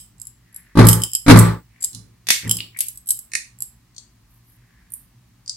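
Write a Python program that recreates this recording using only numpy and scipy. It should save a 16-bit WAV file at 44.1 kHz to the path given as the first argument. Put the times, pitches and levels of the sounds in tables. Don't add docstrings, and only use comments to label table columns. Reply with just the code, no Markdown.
import sys
import numpy as np
from scipy import signal
from scipy.fft import rfft, irfft, next_fast_len
from scipy.io import wavfile
from scipy.ndimage import uniform_filter1d

SR = 44100
rng = np.random.default_rng(int(sys.argv[2]) if len(sys.argv) > 2 else 0)


def digitize_waveform(pressure):
    field = np.atleast_2d(pressure).T
    bounded = np.clip(field, -1, 1)
    quanta = np.round(bounded * 32767).astype(np.int16)
    wavfile.write(sys.argv[1], SR, quanta)


N = 245267
T = np.arange(SR * 2 // 5) / SR


def amp(db):
    return 10 ** (np.asarray(db) / 20)


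def unit_rms(x):
    return x / np.sqrt(np.mean(x ** 2) + 1e-20)


def curve(points, hz):
    freqs_hz, values = np.transpose(points)
    return np.interp(np.log(hz + 1), np.log(freqs_hz + 1), values)


def filtered(x, response):
    size = x.shape[-1]
    padded = next_fast_len(size + 2048)
    hz = np.fft.rfftfreq(padded, 1 / SR)
    return irfft(rfft(x, padded) * response(hz), padded)[..., :size]


def decay(t60_s):
    return np.exp(-np.log(1000) * T / t60_s)


def ring(hz, t60_s, attack_s=0.0004):
    onset = 1 - np.exp(-(T / attack_s) ** 2)
    return np.sin(2 * np.pi * (hz * T + rng.random((2, 1)))) * decay(t60_s) * onset


def add(track, start_s, sound, pan_db=0):
    start = round(start_s * SR)
    part = sound[:, max(-start, 0):N - start] * amp([[pan_db / 2], [-pan_db / 2]])
    track[:, max(start, 0):][:, :part.shape[1]] += part


# freq_hz, correlation
STEREO_CORRELATION = [(100, 0.99), (250, 0.91), (500, 0), (1500, 0.77), (4000, 0)]

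def stereo_noise(response, size=len(T)):
    def mid_side_gains(hz):
        angle = np.arccos(np.clip(curve(STEREO_CORRELATION, hz), -1, 1)) / 2
        return response(hz) * [np.cos(angle), np.sin(angle)]

    mid, side = filtered(rng.standard_normal((2, size)), mid_side_gains)
    return unit_rms(np.array([mid + side, mid - side]))


# freq_hz, density_db
HUM_SPECTRUM = [(15, -40.5), (25, -18), (53, -3.5), (86, -15.5), (118, -1), (150, -18), (176, -11),
                (354, -23.5), (475, -32.5), (1120, -27.5), (1390, -32.5), (1760, -30), (3630, -34.5),
                (4040, -32.5), (15000, -39.5)]

def room_hum(level_db=-56.5):
    return amp(level_db) * stereo_noise(lambda hz: amp(curve(HUM_SPECTRUM, hz)), N)


# freq_hz, t60_s
ROOM_DECAY = [(200, 0.25), (2500, .3), (7000, 0.27), (12000, 0.24), (16000, 0.49)]

def in_room(sound, wet_db, build_s=0.00057):
    hz, t, spectra = signal.stft(rng.standard_normal((2, len(T))), SR, nperseg=256)
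    spectra = spectra * np.exp(-np.log(1000) * t / curve(ROOM_DECAY, hz)[:, None])
    tail = signal.istft(spectra, SR, nperseg=256)[1][:, :len(T)]
    tail *= 1 - np.exp(-(T / build_s) ** 2)
    tail /= np.linalg.norm(tail[0])
    return sound + amp(wet_db) * signal.fftconvolve(sound, tail, axes=1)[:, :len(T)]


# peak_s, level_db, sigma_s, centre_hz
RUB_EVENTS = [(0.661, -59, .13, 1886), (1.809, -60, 0.061, 2030), (2.457, -40, .025, 2041),
              (4.352, -60.5, .035, 12170), (4.516, -59.5, 0.043, 11830), (4.759, -64.5, 0.13, 1840)]

def plastic_rubs(half_width_oct=0.25, grain_db=3):
    track = np.zeros((2, N))
    t = np.arange(-SR // 3, SR // 3) / SR
    for peak_s, level_db, sigma_s, centre_hz in RUB_EVENTS:
        band = lambda hz: 1 / (1 + (np.log2((hz + 1) / centre_hz) / half_width_oct) ** 2)
        hiss = stereo_noise(band, len(t))
        slips = unit_rms(uniform_filter1d(rng.standard_normal(len(t)), size=200))
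        rub = unit_rms(hiss * amp(grain_db * slips))
        swell = np.exp(-(t / sigma_s) ** 2 / 2)
        add(track, peak_s + t[0], amp(level_db) * rub * swell)
    return track


def burst(low_hz, high_hz, t60_s=0.022):
    band = signal.butter(N=4, Wn=[low_hz, high_hz], btype="band", fs=SR, output="sos")
    noise = signal.sosfilt(band, rng.standard_normal((2, len(T))) * decay(t60_s))
    return noise * np.linalg.norm(decay(t60_s)) / np.linalg.norm(noise, axis=1, keepdims=True)


# start_s, level_db, mode_hz, ring_db, top_hz, pan_db
SNAP_EVENTS = [(1.9479, -31, 4140, -10, 10440, -8.5), (2.3037, -7.5, 2150, 0, 6000, -2.5),
               (2.3046, -6.5, 3590, -5.5, 12000, -2.5), (2.6045, -25, 2904, 9, 4890, -1),
               (2.7635, -33, 2050, 1.5, 2406, 1.5), (2.806, -28.5, 2350, -10.5, 9583, 4.5),
               (3.352, -14.5, 4704, -11, 10300, -2.5), (3.3525, -17.5, 2010, 1, 2550, -5),
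               (3.981, -32, 4523, -5, 8110, 5.5), (4.9375, -23, 9815, -16, 13560, -4.5),
               (5.4952, -22, 4850, 9.5, 8606, -1.5)]

def plastic_snaps(gain_db=3, thud_db=-1.5, thud_db_per_db=2.4, wet_db=-7, wet_db_per_oct=5):
    track = np.zeros((2, N))
    for start_s, level_db, mode_hz, ring_db, top_hz, pan_db in SNAP_EVENTS:
        snap = burst(0.88 * mode_hz, top_hz) + amp(ring_db) * ring(mode_hz, t60_s=0.012)
        low_thud = in_room(burst(low_hz=170, high_hz=2000), wet_db=-12)
        low_thud *= amp(thud_db + thud_db_per_db * level_db)
        room_db = wet_db + wet_db_per_oct * np.log2(top_hz / mode_hz)
        add(track, start_s, amp(level_db + gain_db) * in_room(snap, room_db) + low_thud, pan_db)
    return track


# pitch_hz, level_db, t60_s
FIRST_TIP_MODES = [(3106, 0.5, 0.017), (5106, -2, 0.014), (7564, 5.5, 0.013), (11063, 1, 0.024),
                   (14954, -22.5, 0.024)]
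SECOND_TIP_MODES = [(8085, 0, 0.032), (11620, 0.002, .02)]

def steel_tips(second_tip_db, lowest_hz, tilt_db_per_oct, pivot_hz=9000, detune=0.022):
    first, second = np.zeros((2, 2, len(T)))
    for tip, modes in (first, FIRST_TIP_MODES), (second, SECOND_TIP_MODES):
        for hz, level_db, t60_s in modes:
            tilt_db = tilt_db_per_oct * np.log2(max(hz, lowest_hz) / pivot_hz)
            low_cut = 1 / np.hypot(1, (lowest_hz / hz) ** 4)
            lower_hz, upper_hz = hz * (1 + detune * rng.random(2) * [-1, 1])
            pair = (ring(lower_hz, t60_s) + ring(upper_hz, t60_s)) / np.sqrt(2)
            tip += amp(level_db + tilt_db) * low_cut * pair
    return (first + amp(second_tip_db) * second) / np.hypot(1, amp(second_tip_db))


# freq_hz, density_db
CRACK_SPECTRUM = [(400, -31), (2200, -28), (3500, -13.5), (6000, -7), (9000, 1), (12000, 1), (13300, -14.5),
                  (15500, -12.5)]
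# start_s, level_db, second_tip_db, lowest_hz, tilt_db_per_oct, glance_db, pan_db
CLINK_EVENTS = [(-0.025, -30.5, 6, 4000, -7.5, -2.5, -2.5), (0.2162, -34.5, -5, 7060, -5.5, -15.5, -3),
                (0.2699, -36, -14.5, 7300, -3, -16, 2), (0.5613, -36, -7.5, 6500, 14, -12.5, 2.5),
                (0.8863, -6, 1.5, 4000, 2, -6.5, -1.5), (0.93, -18, 7.5, 2450, 0, -2, -5),
                (1.036, -20.5, -11, 3900, -6, -5.5, -2), (1.1507, -17.5, -6, 4700, 1.5, -21.5, -4.5),
                (1.156, -38.5, -14.5, 4812, -24, -16.5, -1.5), (1.3892, -10, 14, 6475, -14, -6, -5),
                (1.8405, -26.5, -6, 7876, -31, -12.5, 5.5), (1.8448, -19, -1.5, 7326, -13, -11, -4.5),
                (2.5115, -16.5, -14, 2020, 2, -4, -0.5), (2.5687, -30.5, -2, 4200, -1, -4.5, -1.5),
                (2.8058, -18, 6.5, 3440, 5.5, -6.5, 2), (2.8841, -31.5, -0.5, 7540, 12.5, -5.5, -5.5),
                (2.9741, -39, 10, 5947, 1, -9, 0.5), (3.094, -27, 4.5, 5500, 10, -17, -6),
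                (3.1054, -12.5, 10, 2789, 9, -12, 0.5), (3.1903, -34.5, -1.5, 6575, 12, -13, -7.5),
                (3.622, -27, -4.5, 7000, 4.5, -12, -3.5)]

def probe_clinks(steel_db=10.5, crack_db=16, echo_s=0.0113, echo_db=-16.5):
    track = np.zeros((2, N))
    for start_s, level_db, second_tip_db, lowest_hz, tilt_db_per_oct, glance_db, pan_db in CLINK_EVENTS:
        steel = steel_tips(second_tip_db, lowest_hz, tilt_db_per_oct)
        impact = rng.standard_normal((2, len(T))) * decay(t60_s=0.038)
        crack = filtered(impact, lambda hz: amp(curve(CRACK_SPECTRUM, hz)))
        clink = amp(level_db) * (amp(steel_db) * steel + amp(crack_db + glance_db) * crack)
        add(track, start_s, in_room(clink, wet_db=-6.5), pan_db)
        add(track, start_s + echo_s, amp(echo_db) * clink, pan_db)
    return track


# start_s, force_db, contact_s, bounce_loss_db, settle_s
KNOCK_EVENTS = [(0.7881, 3.5, 0.001, 8, 0.053), (1.2975, 6, 0.00051, 1, .0605),
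                (1.939, -29.5, 0.00828, 22, 0.029), (2.451, -20.5, .0038, 15.5, .0366)]

def case_contacts(taps=3, bounce_s=0.0072, settle_db=-7, settle_stretch=1.3):
    for start_s, force_db, contact_s, bounce_loss_db, settle_s in KNOCK_EVENTS:
        for k in range(taps):
            yield start_s + k * bounce_s, force_db - k * bounce_loss_db, contact_s
        yield start_s + settle_s, force_db + settle_db, contact_s * settle_stretch


# pitch_hz, level_db, t60_s
TABLE_MODES = [(59.7, -25, 0.89), (110.36, -1.5, 0.42), (170.9, -9, 0.51), (198, 0, 0.2), (252, 0.5, 0.15),
               (303, -1.5, 0.054), (422, -17.5, 0.25), (462, -30.5, .3), (851, -18.5, 0.18),
               (868, -24.5, 0.7), (860, -26, 0.2), (1082, -24.5, 0.19), (1172, -19, 0.54), (1334, -19, .38),
               (1427, -28.5, 0.48)]

def table_boom(excitation):
    boom = np.zeros((2, len(T)))
    for hz, level_db, t60_s in TABLE_MODES:
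        phase_rad = np.sqrt(hz / 3600) * np.array([[1], [-1]])
        boom += amp(level_db) * excitation(hz) * np.sin(2 * np.pi * hz * T + phase_rad) * decay(t60_s)
    return boom


# freq_hz, density_db
RATTLE_SPECTRUM = [(25, -22.5), (120, -1), (290, -6), (450, -7), (720, -19), (1000, -9), (1500, -12),
                   (2100, -13.5), (2800, -22.5), (4200, -13.5), (7000, -20), (11000, -14.5), (15000, -31)]

def meter_knocks(boom_db=-2, rattle_db=3, linger_db=-16, firm_s=0.0004, muffle_s=0.0049,
                 hold_s=0.18, choke_s=0.06):
    track = np.zeros((2, N))
    choke = np.exp(-(np.maximum(T - hold_s, 0) / choke_s) ** 2)
    for start_s, force_db, contact_s in case_contacts():
        softness = contact_s / firm_s
        excitation = lambda hz: 1 / np.hypot(1, hz * contact_s)
        colour = lambda hz: amp(curve(RATTLE_SPECTRUM, hz)) * excitation(hz)
        rattle = stereo_noise(colour) * decay(t60_s=0.08 * softness ** 0.95) / np.hypot(1, softness)
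        linger = stereo_noise(lambda hz: colour(hz) / np.hypot(1, hz / 2500)) * decay(t60_s=0.64)
        linger /= np.hypot(1, contact_s / muffle_s)
        blow = amp(boom_db) * table_boom(excitation) + amp(rattle_db) * rattle + amp(linger_db) * linger
        onset = 1 - np.exp(-T / contact_s)
        add(track, start_s, amp(force_db) * blow * onset * choke)
    return track


def scene():
    return room_hum() + meter_knocks() + probe_clinks() + plastic_snaps() + plastic_rubs()


# lead_s, level_db
FLAM_COPIES = [(0.017, -9), (0.0344, -24)]

def record(dry, knee=4, top_hz=15900):
    def flam(hz):
        return 1 + sum(amp(db) * np.exp(2j * np.pi * hz * lead_s) for lead_s, db in FLAM_COPIES)

    flammed = filtered(dry, flam)
    clipped = flammed / (1 + np.abs(flammed) ** knee) ** (1 / knee)
    return filtered(clipped, lambda hz: hz < top_hz)


dry = scene()
out = record(dry)
digitize_waveform(out)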